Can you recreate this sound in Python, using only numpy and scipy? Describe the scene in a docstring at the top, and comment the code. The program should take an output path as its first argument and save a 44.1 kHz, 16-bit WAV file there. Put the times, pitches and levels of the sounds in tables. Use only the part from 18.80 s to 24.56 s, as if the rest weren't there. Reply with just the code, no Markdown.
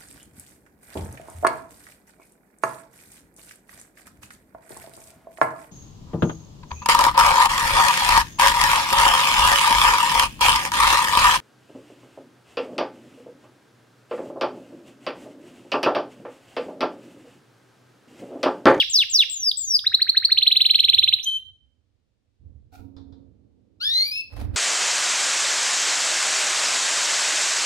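"""A canary sings close to the microphone, in a cage in a small, echoing room. Its voice organ makes
almost pure, gliding tones: falling sweeps, chips, a slow and a fast trill, a squeak and a held whistle.
In the pause the cage rustles, and knocks set its frame and wires ringing. Then come a hoarse rising
call, rich in overtones, and a flurry of wings whose draught buffets the microphone.
A low hum lies underneath."""
import sys
import numpy as np
from scipy import signal
from scipy.fft import rfft, irfft, next_fast_len
from scipy.io import wavfile
from scipy.ndimage import uniform_filter1d

SR = 44100
rng = np.random.default_rng(int(sys.argv[2]) if len(sys.argv) > 2 else 0)


def store_wav(level_fs):
    """Save 16-bit WAV to argv[1]."""
    pcm = np.round(np.clip(np.atleast_2d(level_fs), -1, 1) * 32767)
    wavfile.write(sys.argv[1], SR, pcm.T.astype(np.int16))


N = 254016
TIME = np.arange(N) / SR
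LEAD = 8192   # samples before time zero, so the song is already sounding in the room


def from_db(db):
    """Turn decibels into a factor to multiply by."""
    return 10 ** (np.asarray(db) / 20)


def rms_one(x):
    """Scale a signal so that its average strength (rms) is 1."""
    return x / np.sqrt(np.mean(x ** 2) + 1e-20)


def at_hz(points, hz):
    """Read a table between its rows, with octaves evenly spaced."""
    f, value = np.transpose(points)
    return np.interp(np.log(np.maximum(hz, 1)), np.log(f), value)


def panned(x, balance_db):
    """Make stereo, with the left side louder than the right by balance_db."""
    return np.array([x * from_db(balance_db / 2), x * from_db(-balance_db / 2)])


def drift(rate_hz):
    """A smooth random wobble of typical size 1."""
    f = np.arange(N // 2 + 1) * SR / N
    return rms_one(irfft(rfft(rng.standard_normal(N)) / (1 + (f / rate_hz) ** 2), N))


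def envelope(start_s, attack_s, end_s, release_s):
    """Rise smoothly, hold until end_s, then fade by 60 dB every release_s."""
    rise = np.sin(np.pi / 2 * np.clip((TIME - start_s) / attack_s, 0, 1)) ** 2
    return rise * from_db(-60 * np.maximum(TIME - end_s, 0) / release_s)


def bump(centre_s, width_s):
    """A bell-shaped rise and fall of height 1."""
    return np.exp(-((TIME - centre_s) / width_s) ** 2)


def noise(colour, alike, balance_db):
    """Stereo noise shaped by rows of (frequency [Hz], level [dB]); alike=1 gives both sides one wave."""
    f = np.arange(N // 2 + 1) * SR / N + 1
    roll_off = 1 + (.8 * colour[0][0] / f) ** 6 + (f / colour[-1][0] * .8) ** 6
    gain = from_db(at_hz(colour, f)) / roll_off
    mid, side = irfft(rfft(rng.standard_normal((2, N))) * gain, N)
    both = np.sqrt(1 + alike) * mid + np.sqrt(1 - alike) * side * [[1], [-1]]
    return rms_one(both * panned(np.ones(1), balance_db))


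def harmonic(phase, hz, multiple):
    """A tone at a whole multiple of the pitch, faded out where it is too high to hear."""
    return np.sin(multiple * phase) * np.clip((20000 - multiple * hz) / 3000, 0, 1)


def background(hum_rest_db, rumble_rest_db, hiss_db):
    """A low hum and a murky rumble swell under the song and as the bird shifts, over faint hiss."""
    # tone colours of the three noises: (frequency [Hz], relative level [dB])
    hum_colour = [(15, -47.5), (25, -12), (49, -6), (70, 3), (92, 0.5), (123, -5.5), (140, -11.5),
                  (162, -19.5), (250, -27), (320, -47.5), (550, -120)]
    rumble_colour = [(120, -11.5), (190, -0.5), (270, 1), (380, -9), (480, -9), (650, -20), (1000, -31)]
    hiss_colour = [(500, 5.5), (1000, -6.5), (4000, -7), (9000, -17.5), (16000, -37.5)]
    # swells of the low noise: (start [s], end [s], hum [dB], rumble [dB])
    stirs = [(-.1, 2.6, -59, -76.5), (2.0, 2.28, -51.5, -74.5), (3.579, 3.7, -45.5, -61),
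             (3.93, 4.4, -52, -54), (4.5, 5.8, -63, -63.5), (4.97, 5.14, -55.5, -66.5)]
    hum_power, rumble_power = from_db(hum_rest_db) ** 2, from_db(rumble_rest_db) ** 2
    for start, end, hum_db, rumble_db in stirs:
        swell = envelope(start, attack_s=.08, end_s=end, release_s=1.4)
        hum_power += (swell * from_db(hum_db)) ** 2
        rumble_power += (swell * from_db(rumble_db)) ** 2
    hum = np.sqrt(hum_power) * noise(hum_colour, alike=.49, balance_db=-11.5)
    rumble = np.sqrt(rumble_power) * noise(rumble_colour, alike=.1, balance_db=-10)
    return hum + rumble + from_db(hiss_db) * noise(hiss_colour, alike=.1, balance_db=0)


def sing(shape, notes, overtones_db, hiss_db, waver, flutter_db):
    """Each note is a pure gliding tone with faint overtones; a faint broad hiss sounds along with it."""
    # how the beak filters the overtones: (frequency [Hz], gain [dB])
    beak = [(3000, 0), (4200, -7.5), (5000, -7), (7000, -14.5), (8300, 3), (12000, 4), (14000, -1.5),
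            (15500, 7)]
    # the highest notes beam to the left: (pitch [Hz], left minus right [dB])
    beam = [(1500, 0.5), (3100, 1), (4100, 0.5), (5000, 2), (6200, -1.5), (7600, 10.5)]
    out, time = np.zeros((2, LEAD + N)), np.arange(-LEAD, N) / SR
    shape_s, shape_hz, shape_db = np.transpose(shape)
    wobble, flutter = drift(210), drift(120)
    hiss = noise([(5500, -2.5), (7000, -12), (9000, -1.5), (15000, -5.5)], alike=.29, balance_db=2)
    for start, ratio, level_db, balance_db in notes:
        at = np.flatnonzero((time > start + shape_s[0]) & (time < start + shape_s[-1]))
        t = time[at] - start
        glide = uniform_filter1d(np.interp(t, shape_s, shape_hz), size=90)
        hz = ratio * glide * (1 + waver * wobble[at])
        to_edge_s = np.minimum(t - shape_s[0], shape_s[-1] - t)
        fade = np.sin(np.pi / 2 * np.clip(to_edge_s / .0025, 0, 1)) ** 2
        loudness = fade * from_db(np.interp(t, shape_s, shape_db) + level_db + flutter_db * flutter[at])
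        phase = 2 * np.pi * np.cumsum(hz) / SR
        tone = panned(np.sin(phase), balance_db + at_hz(beam, hz))
        note_hiss = from_db(hiss_db + rng.normal(0, 2.6)) * hiss[:, at]
        overtones = sum(from_db(db + at_hz(beak, k * hz)) * harmonic(phase, hz, k)
                        for k, db in enumerate(overtones_db, 2))
        overtones = panned(overtones * from_db(rng.normal(0, .98)), balance_db=9)
        out[:, at] += loudness * (tone + overtones + note_hiss)
    return out


def falling_shape(loudness, top_hz, hold_s, octaves_per_s, length_s,
                  plunge_share, plunge_s, scoop_share, scoop_s):
    """A note scoops up, bends into an even fall, then plunges: (time [s], pitch [Hz], level [dB])."""
    t = np.linspace(0, length_s, 80)
    scoop = 1 - scoop_share * np.exp(-t / scoop_s)
    plunge = 1 - plunge_share * np.exp((t - length_s) / plunge_s)
    octaves_down = octaves_per_s * (t - hold_s * np.tanh(t / hold_s))
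    hz = top_hz * scoop * plunge * 2 ** -octaves_down
    return np.transpose([t, hz, at_hz(loudness, hz)])


def near_wall(x, delay_s, echo_db):
    """One strong, close echo boosts some pitches and weakens others, so a glide swells and dips."""
    echo = np.pad(x, ((0, 0), (round(delay_s * SR), 0)))[:, :x.shape[1]]
    return x + from_db(echo_db) * echo


def falling_notes():
    """Three quick sweeps and two slower slides, each loudest where the throat carries it best."""
    # how well the throat carries each pitch: (pitch [Hz], level [dB])
    sweep_loudness = [(1240, -51.5), (2200, -25.5), (2800, -16.5), (3650, -8.5), (4250, -16.5), (5000, -13),
                      (5750, -11.5), (6500, -29), (7700, -28.5)]
    slide_loudness = [(4300, -29.5), (4550, -12), (4850, -11), (5300, -16.5), (5800, -22.5), (6400, -31),
                      (7700, -25.5)]
    # notes sung: (time [s], pitch ratio, level [dB], left minus right [dB])
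    sweep_notes = [(-.110, 0.98, 2, 0), (0.096, 1.002, 0.5, 0.5), (0.297, 1.01, -.5, -1)]
    slide_notes = [(0.497, 0.996, -1.3, 0.52), (0.771, 1.004, 1, 1.5)]
    # harmonics before the beak filters them: (2nd [dB], 3rd [dB], 4th [dB])
    sweep_overtones = [-31, -35, -41]
    slide_overtones = [-29, -35, -60]
    sweep = falling_shape(sweep_loudness, top_hz=7708, hold_s=.012, octaves_per_s=11.7, length_s=.147,
                          plunge_share=.52, plunge_s=.0097, scoop_share=.1, scoop_s=.0036)
    slide = falling_shape(slide_loudness, top_hz=7752, hold_s=.025, octaves_per_s=3.91, length_s=.2,
                          plunge_share=.05, plunge_s=.018, scoop_share=.03, scoop_s=.0033)
    sweeps = sing(sweep, sweep_notes, sweep_overtones, hiss_db=-35.5, waver=.0031, flutter_db=2)
    slides = sing(slide, slide_notes, slide_overtones, hiss_db=-51.5, waver=.002, flutter_db=1.5)
    return near_wall(sweeps + slides, delay_s=.00178, echo_db=-9)


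def chips():
    """A tiny, steeply falling chip follows each slide."""
    # one chip: (time in the note [s], pitch [Hz], level [dB])
    shape = [(0, 4400, -33), (.003, 3750, -14), (.005, 3400, -17), (.009, 2620, -39)]
    # chips sung: (time [s], pitch ratio, level [dB], left minus right [dB])
    notes = [(.712, 1.031, 2, 0.0057), (0.9885, 1.001, -4, 0)]
    return sing(shape, notes, overtones_db=[-35, -32, -42], hiss_db=-33, waver=.003, flutter_db=1.5)


def slow_trill():
    """The voice flicks upward seven times in a row."""
    # one flick: (time in the note [s], pitch [Hz], level [dB])
    shape = [(-.026, 948, -64), (-.017, 1589, -31), (-.008, 2115, -31.5), (0, 3138, -32),
             (.003, 3750, -21.5), (.007, 3933, -6.5), (.011, 4130, -4.5), (.015, 4300, -8),
             (.021, 4370, -24.5)]
    # flicks sung: (time [s], pitch ratio, level [dB], left minus right [dB])
    notes = [(1.0611, 0.96, -3, 0), (1.137, 0.98, -1, 1), (1.213, 1.01, -2, -0.21),
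             (1.286, 1.015, -1.5, -1), (1.3658, 1.0, 0.5, 0), (1.4425, 1.046, -1, -0.2),
             (1.513, 0.99, -0.5, -1)]
    return sing(shape, notes, overtones_db=[-35, -38, -60], hiss_db=-48, waver=.012, flutter_db=1.44)


def fast_trill(start_s, period_s, count, balance_db):
    """Quick flicks on a steady beat; as the bird tires, they come later, flatter and softer."""
    # one flick: (time in the note [s], pitch [Hz], level [dB])
    shape = [(-.013, 1637, -53.5), (-.006, 2381, -22), (-.003, 2895, -12), (0, 3190, -13),
             (.003, 3505, -7.5), (.006, 3920, -7), (.009, 4080, -3), (.012, 4196, -6.5),
             (.016, 4240, -30.5)]
    # one faint closing flick: (time [s], pitch ratio, level [dB], left minus right [dB])
    afternote = [(2.393, 0.86, -19.5, -1)]
    late_s, flat_share, loss_db = .0135, .02, 1.5   # what tiredness does to the last beat
    k = np.arange(count)
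    tired = (k / k[-1]) ** 4
    pitch_chance, level_chance = rng.standard_normal((count, 2)).T
    times = start_s + period_s * k + late_s * tired
    ratios = 1 - flat_share * tired + .008 * pitch_chance
    levels_db = -1.97 - loss_db * tired + .7 * level_chance
    notes = [(s, ratio, db, balance_db) for s, ratio, db in zip(times, ratios, levels_db)] + afternote
    return sing(shape, notes, overtones_db=[-36, -35, -47], hiss_db=-38.5, waver=.0079, flutter_db=1.31)


def squeak_and_whistle():
    """A high squeak leads into a whistle held on almost one pitch."""
    # note shapes: (time in the note [s], pitch [Hz], level [dB])
    squeak_shape = [(0, 5470, -34), (.007, 5860, -35.5), (.015, 6520, -23), (.022, 6300, -31.5),
                    (.032, 6200, -42.5)]
    whistle_shape = [(0, 3130, -41.5), (.012, 3162, -25), (.024, 3144, -15), (.055, 3103, -21),
                     (.110, 3092, -22), (.132, 3064, -26.5), (.150, 3080, -44)]
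    # notes sung: (time [s], pitch ratio, level [dB], left minus right [dB])
    squeaks = [(2.428, 0.98, 0.0024, -2)]
    whistles = [(2.451, 1.0, 0.0065, -1.5)]
    squeak = sing(squeak_shape, squeaks, overtones_db=[-18], hiss_db=-28, waver=.0072, flutter_db=2)
    whistle = sing(whistle_shape, whistles, overtones_db=[-18.5, -31, -39, -52],
                   hiss_db=-48.5, waver=.0022, flutter_db=.8)
    return squeak + whistle


def struck(tones, times, levels_db):
    """Each blow sets off ringing tones that die away, each with a slightly random strength."""
    out = np.zeros(N)
    for hz, tone_db, ring_s in tones:
        blows = np.full(N, 1e-18)
        blows[(times * SR).astype(int)] = from_db(levels_db + tone_db + rng.normal(0, .77, len(times)))
        decay, turn = from_db(-60 / (ring_s * SR)), 2 * np.pi * hz / SR   # both per sample
        out += signal.lfilter([0, np.sin(turn)], [1, -2 * decay * np.cos(turn), decay * decay], blows)
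    return out


def cage(start_s, attack_s, rustle_db, wire_db, tick_db, tick_s):
    """A short rustle, then dull knocks on the frame that set the wires ticking."""
    # tone colour of the rustle: (frequency [Hz], relative level [dB])
    rustle_colour = [(350, -49), (600, -18), (734, 4), (1040, -44), (1440, -6.5), (1670, -36.5),
                     (2430, -15.5), (3060, -31.5), (3650, -21.5), (7550, -32), (15000, -30)]
    # knocks on the cage: (time [s], thud [dB], wires [dB])
    knocks = [(3.925, -60.5, -85), (3.994, -52.5, -86.5), (4.045, -56, -88), (4.166, -53, -55),
              (4.324, -58, -63)]
    # ringing tones of frame and wires: (frequency [Hz], level [dB], time to fade by 60 dB [s])
    frame_tones = [(74.7, -10, 0.48), (94, 6.5, 0.48), (206, -28, .4), (272, -3, 1.0), (338, -18, 0.34),
                   (442, -11, 0.64), (716, -19, 0.36), (934, -22, 0.42), (1266, -25.5, 0.33)]
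    wire_tones = [(3480, -2, 0.11), (3980, -4.5, 0.083), (4660, -18, .12), (4660, -2, .1), (5100, -1, 0.1)]
    tick_colour = [(900, 11), (2800, -12), (3600, 8), (5000, -1), (6500, -14), (11000, -30)]
    times, thuds_db, wires_db = np.transpose(knocks)
    brush = envelope(start_s, attack_s, end_s=start_s + attack_s, release_s=.29)
    rustle = brush * from_db(rustle_db + 2.2 * drift(96)) * noise(rustle_colour, alike=.24, balance_db=-3)
    contact = sum(from_db(db + tick_db) * (TIME > s) * np.exp(-abs(TIME - s) / tick_s)
                  for s, db in zip(times, wires_db))
    ticks = contact * noise(tick_colour, alike=.11, balance_db=0)
    thuds = panned(struck(frame_tones, times, thuds_db), balance_db=-23)
    return rustle + ticks + thuds + struck(wire_tones, times, wires_db + wire_db)


def rising_call(start_s, end_s, waver, tremor_db, shimmer_db):
    """A hoarse, unsteady call; each harmonic swells as it crosses a pitch where the throat rings."""
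    # the climb of the call: (time [s], pitch [Hz])
    climb = [(5.0, 1318), (5.012, 1381), (5.04, 1627), (5.056, 1710), (5.11, 1839), (5.14, 1997),
             (5.198, 2114), (5.22, 2100), (5.276, 2373), (5.312, 2369), (5.328, 2530), (5.38, 2631),
             (5.42, 2621)]
    # how the throat filters the voice: (frequency [Hz], gain [dB])
    throat = [(1300, -4.5), (2000, -21.5), (2600, -3), (2850, -2), (3200, -6), (3500, 2.5), (4350, 2.5),
              (4700, -2.5), (5150, -5), (5650, -23), (6300, -23.5), (7200, -40), (8300, -40), (10200, -25),
              (12500, -37), (15500, -41)]
    rasp_colour = [(2600, -12.5), (3500, 4.5), (4400, 5.5), (5300, -3.5), (7000, -24),
                   (10500, -18), (15000, -18)]
    hz = np.interp(TIME, *np.transpose(climb)) * (1 + waver * drift(170))
    phase = 2 * np.pi * np.cumsum(hz) / SR
    swell_db = 6.5 * bump(centre_s=5.2, width_s=.087)
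    catch_db = -17 * bump(centre_s=5.306, width_s=.0043)   # the voice catches once
    level_db = -28 + swell_db + catch_db + tremor_db * drift(35)
    strain = bump(centre_s=5.29, width_s=.037)
    tone = np.zeros(N)
    for k in range(1, 12):
        strain_db = strain * (12.5 if k > 3 else -4)   # strain lifts high harmonics and chokes low ones
        harmonic_db = at_hz(throat, k * hz) + strain_db + shimmer_db * drift(76)
        tone += from_db(harmonic_db) * harmonic(phase, hz, k)
    rasp_db = -10.5 - 28 * np.maximum(TIME - start_s, 0)   # the rasp clears as the pitch climbs
    rasp = from_db(rasp_db) * noise(rasp_colour, alike=.35, balance_db=0)
    loudness = envelope(start_s, attack_s=.031, end_s=end_s, release_s=.026) * from_db(level_db)
    return loudness * (panned(np.sqrt(2) * tone, balance_db=2.5) + rasp)


def wing_draught(start_s, attack_s, level_db):
    """Air pushed by the wings buffets the microphone with a deep rumble."""
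    # tone colour of the draught: (frequency [Hz], relative level [dB])
    colour = [(28, -29), (42, 3.5), (55, -0.5), (72, -2), (100, -0.5), (170, -21.5), (270, -10),
              (400, -29.5), (800, -39), (2000, -46)]
    rise = envelope(start_s, attack_s, end_s=TIME[-1], release_s=1)
    return from_db(level_db) * rise * noise(colour, alike=.14, balance_db=-8)


def wings(swish_s, grain_db):
    """Each wingbeat is a grainy swish of feathers."""
    # feather swishes: (time [s], level [dB])
    flaps = [(5.51, -66), (5.534, -52.5), (5.573, -46), (5.597, -48.5), (5.615, -45), (5.646, -49),
             (5.751, -46.5)]
    # tone colour of the feathers: (frequency [Hz], relative level [dB])
    feathers = [(290, -8), (500, 3), (1750, -10.5), (2530, -11.5), (2720, -16), (4110, -14), (7260, -26),
                (10700, -20), (15000, -28)]
    beats = sum(from_db(db) / (1 + ((TIME - s) / swish_s) ** 4) for s, db in flaps)
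    return beats * from_db(grain_db * drift(266)) * noise(feathers, alike=.147, balance_db=-1.2)


def from_left(x, lag_ms):
    """Sound from the left reaches the right microphone a little later."""
    size = next_fast_len(x.shape[1])
    f = np.arange(size // 2 + 1) * SR / size
    delay = np.exp(-2j * np.pi * f * lag_ms / 1000)
    right = irfft(rfft(x[1], size) * delay, size)[:x.shape[1]]
    return np.array([x[0], right])


def room(x, right_db, build_s):
    """Add a few close echoes, then a wash of blurred ones that lasts longest in the bass."""
    # echoes off nearby surfaces: (left delay [s], left level [dB], right delay [s], right level [dB])
    echoes = [(.0023, -26, 0.0037, -11.5), (.0068, -18.5, 0.0083, -17.5), (0.0147, -17.5, 0.0059, -20),
              (0.0203, -23.5, 0.048, -23)]
    # how long the room rings: (frequency [Hz], time to fade by 60 dB [s])
    ring_times = [(300, 0.59), (1500, 0.21), (3200, 0.47), (5000, .47), (8000, 0.37), (15000, 0.28)]
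    # how strongly it rings: (frequency [Hz], level [dB])
    ring_levels = [(300, -4.5), (1500, -11.5), (3200, -11.5), (4300, -12), (6000, -15.5), (8000, -20.5),
                   (15000, -7)]
    size = next_fast_len(LEAD + N + SR)
    f, t = np.arange(size // 2 + 1) * SR / size, TIME[:SR]
    near = sum(np.array([from_db(l_db) * np.exp(-2j * np.pi * f * l_s),
                         from_db(r_db) * np.exp(-2j * np.pi * f * r_s)])
               for l_s, l_db, r_s, r_db in echoes)
    tail, band_edges = np.zeros((2, SR)), np.geomspace(150, 18000, 13)
    build_up = 1 - np.exp(-(t / build_s) ** 2)
    for low, high in zip(band_edges, band_edges[1:]):
        hz = np.sqrt(low * high)
        band_filter = signal.butter(2, [low, high], "band", fs=SR, output="sos")
        band = signal.sosfilt(band_filter, rng.standard_normal((2, SR)))
        decay = from_db(-60 * t / at_hz(ring_times, hz)) * build_up
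        tail += band * decay / np.linalg.norm(decay) * from_db(at_hz(ring_levels, hz))
    wash = rfft(tail * panned(np.ones(1), -right_db), size)
    return irfft(rfft(x, size) * (1 + near + wash), size)[:, LEAD:LEAD + N]


def scene():
    """Bird and cage sound into the room; the draught and the background get no echo."""
    call = rising_call(start_s=4.998, end_s=5.412, waver=.00413, tremor_db=1.3, shimmer_db=2)
    movement = cage(start_s=3.912, attack_s=.039, rustle_db=-50, wire_db=-5.5, tick_db=-2.5, tick_s=.046)
    movement += wings(swish_s=.011, grain_db=3)
    draught = wing_draught(start_s=5.482, attack_s=.17, level_db=-30)
    song = falling_notes() + chips() + slow_trill()
    song += fast_trill(start_s=1.578, period_s=.0462, count=17, balance_db=-1.5)
    song += squeak_and_whistle()
    after_song = np.pad(from_left(call, lag_ms=.17) + movement, ((0, 0), (LEAD, 0)))
    in_room = room(from_left(song, lag_ms=.055) + after_song, right_db=4, build_s=.0062)
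    return in_room + draught + background(hum_rest_db=-70, rumble_rest_db=-79, hiss_db=-83.5)


def record(dry):
    """Fade in very quickly and cut off the highest treble steeply."""
    fade_s, cutoff_hz = .001, 15900
    fade = np.sin(np.pi / 2 * np.minimum(TIME / fade_s, 1)) ** 2
    return signal.sosfilt(signal.ellip(10, .1, 80, cutoff_hz, fs=SR, output="sos"), dry * fade)


dry = scene()
out = record(dry)
store_wav(out)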